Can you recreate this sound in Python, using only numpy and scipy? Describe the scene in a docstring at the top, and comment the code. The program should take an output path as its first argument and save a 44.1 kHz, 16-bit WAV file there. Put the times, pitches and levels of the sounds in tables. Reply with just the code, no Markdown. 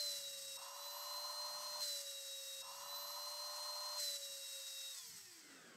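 """Handheld vacuum on a workbench

A cordless vacuum runs close by: its seven-blade fan whines over rushing air and a faint rumble.
Twice the nozzle is covered. With less air to move, the fan speeds up and burbles, and each release
lets in a gulp of air. Then the power is cut and the rotor coasts down with a dry rattle."""
import sys
import numpy as np
from scipy import signal
from scipy.fft import rfft, irfft
from scipy.io import wavfile

SR = 44100
rng = np.random.default_rng(int(sys.argv[2]) if len(sys.argv) > 2 else 0)


def inscribe(sig):
    """Save sig as 16-bit PCM at rate SR to the path in sys.argv[1].

    A 1-D sig is mono; a 2-D sig holds one channel per row.
    Samples are clipped to [-1, 1] before scaling.
    """
    pcm = np.round(np.clip(np.atleast_2d(sig).T, -1, 1) * 32767)
    wavfile.write(sys.argv[1], SR, pcm.astype(np.int16))


N = 254016

POWER_OFF_S, BLADES = 4.92, 7
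START_HZ, OPEN_HZ, COVERED_HZ = 590, 541.8, 594.3  # shaft turns a second: at first, nozzle open, covered

# When the nozzle is covered: (start [s], end [s])
COVERINGS = [(0.573, 1.807), (2.622, 3.974)]
# The hum holds its first level, then sags shortly before the power is cut: (time [s], level change [dB])
HUM_SAG = [(4.41, 1.5), (4.47, -8.5), (4.6, 1.5), (4.65, -6.5)]
# Brief dips in the hum and the air: (start [s], end [s], level change [dB])
LULLS = [(0.574, 0.587, -12), (2.625, 2.64, -6), (4.175, 4.205, -1)]
# The blade whine with the nozzle open: (shaft speed [turns/s], level [dB])
WHINE_OPEN = [(220, -73), (462, -78), (478, -67), (505, -60), (542, -54.5), (548, -55), (554, -52),
              (575, -45), (590, -41.5)]
# The blade whine with the nozzle covered: (shaft speed [turns/s], level [dB])
WHINE_COVERED = [(545, -60.5), (563, -64), (574, -51), (578, -55.5), (586, -50), (591, -50)]
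# Pitches where the whine gets quieter: (frequency [Hz], width [Hz], level change [dB])
WHINE_DIPS = [(3640, 110, -14), (3853, 14, -7), (3887, 12, -5), (3932, 22, -11)]
# The rotor's other tones; the two that are not whole come from ball bearings: (pitch [x shaft speed])
TONE_MULTIPLES = [2.131, 3.131, 5, 6, 8, 10, 14, 15, 20, 21, 25, 30, 35]
# Base level of each of those tones: (nozzle open [dB], covered [dB], coasting at 420 turns/s [dB])
TONE_LEVELS = [(-83, -83, -84), (-92, -79, -92), (-72.5, -71, -79), (-99, -86, -87), (-82, -79, -98),
               (-71, -68, -80), (-74, -78, -74), (-74, -71, -81), (-80, -84, -84), (-84, -74, -86),
               (-86.5, -88, -97), (-92, -92, -90), (-95, -95, -96)]
# Pitches at which the shell rings: (frequency [Hz], width [Hz], boost under power [dB])
SHELL_RESONANCES = [(1050, 150, 7), (1250, 70, 6), (1835, 120, 6), (2720, 400, 4), (4750, 300, 5),
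                    (5520, 300, 7), (5920, 110, 6), (6500, 350, 5), (7900, 250, 8), (8250, 260, 10),
                    (8830, 190, 5), (12110, 470, 16), (13600, 700, 17), (14500, 450, 9), (15500, 500, 8)]
# Tone colour of the rushing air: (frequency [Hz], relative level [dB])
AIR_COLOUR = [(100, -52), (420, -29), (700, -18.5), (1300, -17), (2400, -16.5), (3500, -11), (4400, -2),
              (6400, -2.5), (7200, -5), (8450, -5.5), (8850, -12.5), (13200, -11), (14100, -19),
              (15700, -21.5)]
# Pitches at which the air ducts ring: (frequency [Hz], width [Hz], boost open [dB], boost covered [dB])
DUCT_RESONANCES = [(1003, 18, 9.5, -10), (1425, 150, 7, 12.5), (1904, 450, 8.5, 10), (2620, 330, 1, 6.5),
                   (2800, 82, -2.5, 1), (3400, 560, 1.5, 5.5), (4320, 54, 3, 6.5), (4650, 140, 0.5, 1.5),
                   (5020, 90, 4.5, 2.5), (5380, 210, 4.5, 1), (5680, 180, 3.5, 1), (6520, 230, 2, 4),
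                   (7940, 710, 6.5, 2), (8760, 210, 5, -2), (9500, 340, 3.5, 1), (10550, 350, -1.5, -2.5),
                   (11200, 680, 2.5, 2), (12120, 990, 3.5, 3.5)]
# How the air's colour changes once the fan is slow: (frequency [Hz], level change [dB])
SLOW_AIR_CHANGE = [(300, 8), (1500, 9.5), (2800, 10.5), (3600, 5), (4500, 1), (6400, 1), (7650, 5),
                   (8050, 0), (9000, 3.5), (11000, -3), (12100, -7), (13200, 4), (14500, 5)]
# The gulp of air after each release, and smaller gusts: (start [s], end [s], boost [dB])
SURGES = [(0.0, 0.185, 2.5), (0.39, 0.455, 0), (1.8, 2.02, 3.5), (3.97, 4.168, 4), (4.965, 5.002, 2),
          (5.16, 5.26, 1)]
# Swells of the rumble: (start [s], end [s], deep part [dB], upper part [dB])
RUMBLE_SWELLS = [(0.13, 0.527, -86.5, -83.5), (1.518, 1.795, -103, -82), (2.6, 3.052, -87, -86.5),
                 (4.028, 4.334, -99, -87.5), (5.118, 5.148, -77, -77.5), (5.488, 5.76, -95, -76.5)]
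# Tone colour of the rumble's deep part: (frequency [Hz], relative level [dB])
DEEP_RUMBLE_COLOUR = [(20, -22), (45, -17), (80, -1), (110, 4), (150, -1), (300, -34)]
# Tone colour of the rumble's upper part: (frequency [Hz], relative level [dB])
UPPER_RUMBLE_COLOUR = [(70, -36), (125, -7.5), (180, 0), (260, -6), (450, -13), (900, -54)]
# Tone colour of the fan when starved of air: (frequency [Hz], relative level [dB])
BURBLE_COLOUR = [(200, -50.5), (480, -28), (680, -12), (880, -9), (960, 0), (1035, 2), (1115, -6.5),
                 (1180, -13), (1275, -5), (1360, -16), (1480, -16.5), (1650, -24), (2400, -30), (4000, -48)]
# Tone colour of the rattle: (frequency [Hz], relative level [dB])
RATTLE_COLOUR = [(40, -50), (80, -20), (170, -9), (330, 3.5), (520, -0.5), (750, -6), (1100, -9.5),
                 (1450, 3), (1800, -1), (2300, -8.5), (5000, -15), (12000, -37)]

TIMES = np.arange(N) / SR
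FREQUENCIES = np.fft.rfftfreq(N, 1 / SR)


def amp(db):
    """Turns decibels into a number to multiply a sound by."""
    return 10 ** (np.asarray(db) / 20)


def unit(x):
    """Scales a signal so that its typical size (rms) is 1."""
    return x / np.sqrt(np.mean(x ** 2) + 1e-20)


def curve(rows, at=TIMES):
    """Joins points with straight lines and reads them off, by default at every sample's time."""
    return np.interp(at, *np.transpose(rows))


def steps(rows):
    """Level changes that switch on and off, each edge taking 5 ms."""
    half_s = 0.0025
    return sum(curve([(on - half_s, 0), (on + half_s, db), (off - half_s, db), (off + half_s, 0)])
               for on, off, db in rows)


def colour(points):
    """Fills in a tone colour table, giving a level in dB for every frequency."""
    hz, db = np.transpose(points)
    return np.interp(np.log(FREQUENCIES + 1), np.log(hz), db)


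def bumps(peaks, hz):
    """Adds up bell-shaped boosts and dips, in dB, at the frequencies hz."""
    return sum(db * np.exp(-np.log(2) * (2 * (hz - centre) / width) ** 2) for centre, width, db in peaks)


def noise(colour_db, band_hz):
    """Noise with the given colour, scaled so that the part inside band_hz has typical size 1."""
    spectrum = rfft(rng.standard_normal(N)) * amp(colour_db)
    inside = (FREQUENCIES > band_hz[0]) & (FREQUENCIES < band_hz[1])
    return irfft(spectrum, N) / np.std(irfft(spectrum * inside, N))


def waver(rate_hz):
    """A smooth random wobble of typical size 1, up to about rate_hz fast."""
    spectrum = rfft(rng.standard_normal(N)) * np.exp(-(FREQUENCIES / rate_hz) ** 2)
    return unit(irfft(spectrum, N))


def nozzle_cover(close_s=0.015, open_s=0.033):
    """How much of the nozzle is covered, from 0 (open) to 1 (sealed)."""
    return sum(curve([(on - close_s / 2, 0), (on + close_s / 2, 1),
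                      (off - open_s / 4, 1), (off + open_s * 3 / 4, 0)]) for on, off in COVERINGS)


def shaft_speed(speed_up_s=0.345, slow_down_s=0.235, coast_s=0.899):
    """Turns a second: the rotor eases towards the speed its load allows, or towards rest without power."""
    changes = [(0, OPEN_HZ, slow_down_s)]
    for on, off in COVERINGS:
        changes += [(on, COVERED_HZ, speed_up_s), (off, OPEN_HZ, slow_down_s)]
    changes.append((POWER_OFF_S, 0, coast_s))
    speed = np.full(N, float(START_HZ))
    for start_s, goal_hz, lag_s in changes:
        at = round(start_s * SR)
        speed[at:] = goal_hz + (speed[at] - goal_hz) * np.exp(-TIMES[:N - at] / lag_s)
    return speed


def racing(speed):
    """0 at or below normal working speed, 1 when the fan spins fully unloaded."""
    return np.clip((speed - OPEN_HZ) / (COVERED_HZ - OPEN_HZ), 0, 1)


def octaves_down(speed):
    """How many times the speed has halved from its normal working value."""
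    return np.maximum(np.log2(OPEN_HZ / speed), 0)


def shaft_tone(turns, multiple, level_db, flutter_db):
    """A tone at a multiple of the shaft speed; swirling air shakes its level and phase."""
    gain = amp(level_db + flutter_db * waver(rate_hz=29))
    phase = 2 * np.pi * (multiple * turns + rng.random()) + 0.07 * waver(rate_hz=90)
    return np.sqrt(2) * gain * np.sin(phase)


def hum(turns, speed, cover, coast):
    """The off-balance rotor hums, louder when racing; coasting, the hum is faint but grows as it slows."""
    powered_db = -65.7 + 7 * racing(speed) - 2.5 * cover + curve(HUM_SAG) + steps(LULLS)
    coasting_db = -87 + 10 * octaves_down(speed) + 4.9 * waver(rate_hz=17)
    level_db = powered_db + coast * (coasting_db - powered_db)
    return shaft_tone(turns, 1, level_db, flutter_db=0.84)


def whine(turns, speed, cover):
    """The passing blades whine, louder at speed and weaker when the fan is starved of air."""
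    open_db, covered_db = curve(WHINE_OPEN, at=speed), curve(WHINE_COVERED, at=speed)
    level_db = open_db + cover * (covered_db - open_db)
    level_db += bumps(WHINE_DIPS, BLADES * speed) + 1.1 * waver(rate_hz=7.8)
    return shaft_tone(turns, BLADES, level_db, flutter_db=1.18)


def rotor_tones(turns, speed, cover, coast):
    """Blades, motor poles and bearings add tones that swell as they glide through the shell's resonances."""
    tones = np.zeros(N)
    wobble_db = 1.5 + 0.5 * coast
    for multiple, (open_db, covered_db, coast_db) in zip(TONE_MULTIPLES, TONE_LEVELS):
        powered_db = open_db + cover * (covered_db - open_db)
        coasting_db = coast_db + 4.5 * np.log2(speed / 420)
        base_db = (1 - coast) * powered_db + coast * coasting_db
        shell_db = bumps(SHELL_RESONANCES, multiple * speed) * (1 + 0.6 * coast)
        level_db = base_db + shell_db + wobble_db * waver(rate_hz=7)
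        tones += shaft_tone(turns, multiple, level_db, flutter_db=0.9)
    return tones


def air_level(speed, cover, open_db=-54, covered_db=-58.5):
    """The airflow's level in dB: it follows the speed, drops under the cover and gulps on release."""
    free_db = open_db + steps(SURGES)
    nozzle_db = free_db + cover * (covered_db - free_db)
    speed_db = 3 * racing(speed) - 12.5 * octaves_down(speed)
    flicker_db = 0.5 * waver(rate_hz=9.8) + 0.7 * waver(rate_hz=64)
    return nozzle_db + speed_db + steps(LULLS) + flicker_db


def rushing_air(speed, cover):
    """Air swirls through the ducts; covering the nozzle changes their ring, and a slow fan sounds duller."""
    open_peaks = [(hz, width, db) for hz, width, db, _ in DUCT_RESONANCES]
    covered_peaks = [(hz, width, db) for hz, width, _, db in DUCT_RESONANCES]
    open_db = colour(AIR_COLOUR) + bumps(open_peaks, FREQUENCIES)
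    covered_db = colour(AIR_COLOUR) + bumps(covered_peaks, FREQUENCIES)
    slow_db = open_db + colour(SLOW_AIR_CHANGE)
    free, choked, slow = (noise(db, band_hz=(4500, 8600)) for db in (open_db, covered_db, slow_db))
    slowness = np.clip((520 - speed) / 250, 0, 1) ** 2
    # square roots keep the loudness even while one noise fades into another
    running = np.sqrt(1 - cover) * free + np.sqrt(cover) * choked
    rush = np.sqrt(1 - slowness) * running + np.sqrt(slowness) * slow
    return amp(air_level(speed, cover)) * rush


def rumble(rise_db_per_s=127, fall_db_per_s=70):
    """A faint rumble comes and goes, sometimes deeper, sometimes lighter."""
    deep_gain, upper_gain = amp(-111), amp(-106)  # between the swells
    for start, end, deep_db, upper_db in RUMBLE_SWELLS:
        fade_db = rise_db_per_s * np.maximum(start - TIMES, 0) + fall_db_per_s * np.maximum(TIMES - end, 0)
        deep_gain = np.hypot(deep_gain, amp(deep_db - fade_db))
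        upper_gain = np.hypot(upper_gain, amp(upper_db - fade_db))
    deep = noise(colour(DEEP_RUMBLE_COLOUR), band_hz=(45, 125))
    upper = noise(colour(UPPER_RUMBLE_COLOUR), band_hz=(125, 280))
    return deep_gain * deep + upper_gain * upper


def burble(speed, cover, linger_s=0.005):
    """Starved of air, the blades stall (lose their grip on it) in uneven puffs that ring the fan chamber."""
    decay = np.exp(-1 / (linger_s * SR))
    lingering = signal.lfilter([1 - decay], [1, -decay], cover)
    stalled = np.maximum(cover, lingering)
    puffs = unit(amp(0.8 * waver(rate_hz=69)))
    level_db = -59 + 4 * racing(speed) + 0.8 * waver(rate_hz=3.3)
    return stalled * amp(level_db) * puffs * noise(colour(BURBLE_COLOUR), band_hz=(720, 1450))


def rattle(speed, starts_below_hz=347):
    """The slowing rotor chatters in its bearings once a turn and shakes the shell."""
    looseness = np.clip((starts_below_hz - speed) / 70, 0, 1)
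    turns = np.cumsum(speed) / SR
    chatter = unit(1 + 0.12 * np.cos(2 * np.pi * turns))
    level_db = -68 + 1.5 * np.log2(starts_below_hz / speed)
    return looseness * amp(level_db) * chatter * noise(colour(RATTLE_COLOUR), band_hz=(900, 2100))


def scene():
    """Adds up the vacuum's sounds, the same on the left and the right."""
    speed, cover = shaft_speed(), nozzle_cover()
    coast = curve([(POWER_OFF_S, 0), (POWER_OFF_S + 0.05, 1)])  # 0 under power, 1 coasting
    turns = np.cumsum(speed * (1 + 0.0003 * waver(rate_hz=50))) / SR  # turns so far, slightly uneven
    vacuum = hum(turns, speed, cover, coast) + whine(turns, speed, cover)
    vacuum += rotor_tones(turns, speed, cover, coast)
    vacuum += rushing_air(speed, cover) + rumble() + burble(speed, cover) + rattle(speed)
    return np.array([vacuum, vacuum])


def record(dry):
    """Cuts away the very highest treble."""
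    low_pass = signal.firwin(511, cutoff=15760, window=("kaiser", 9), fs=SR)
    return signal.oaconvolve(dry, low_pass[None], "same", axes=1)


dry = scene()
out = record(dry)
inscribe(out)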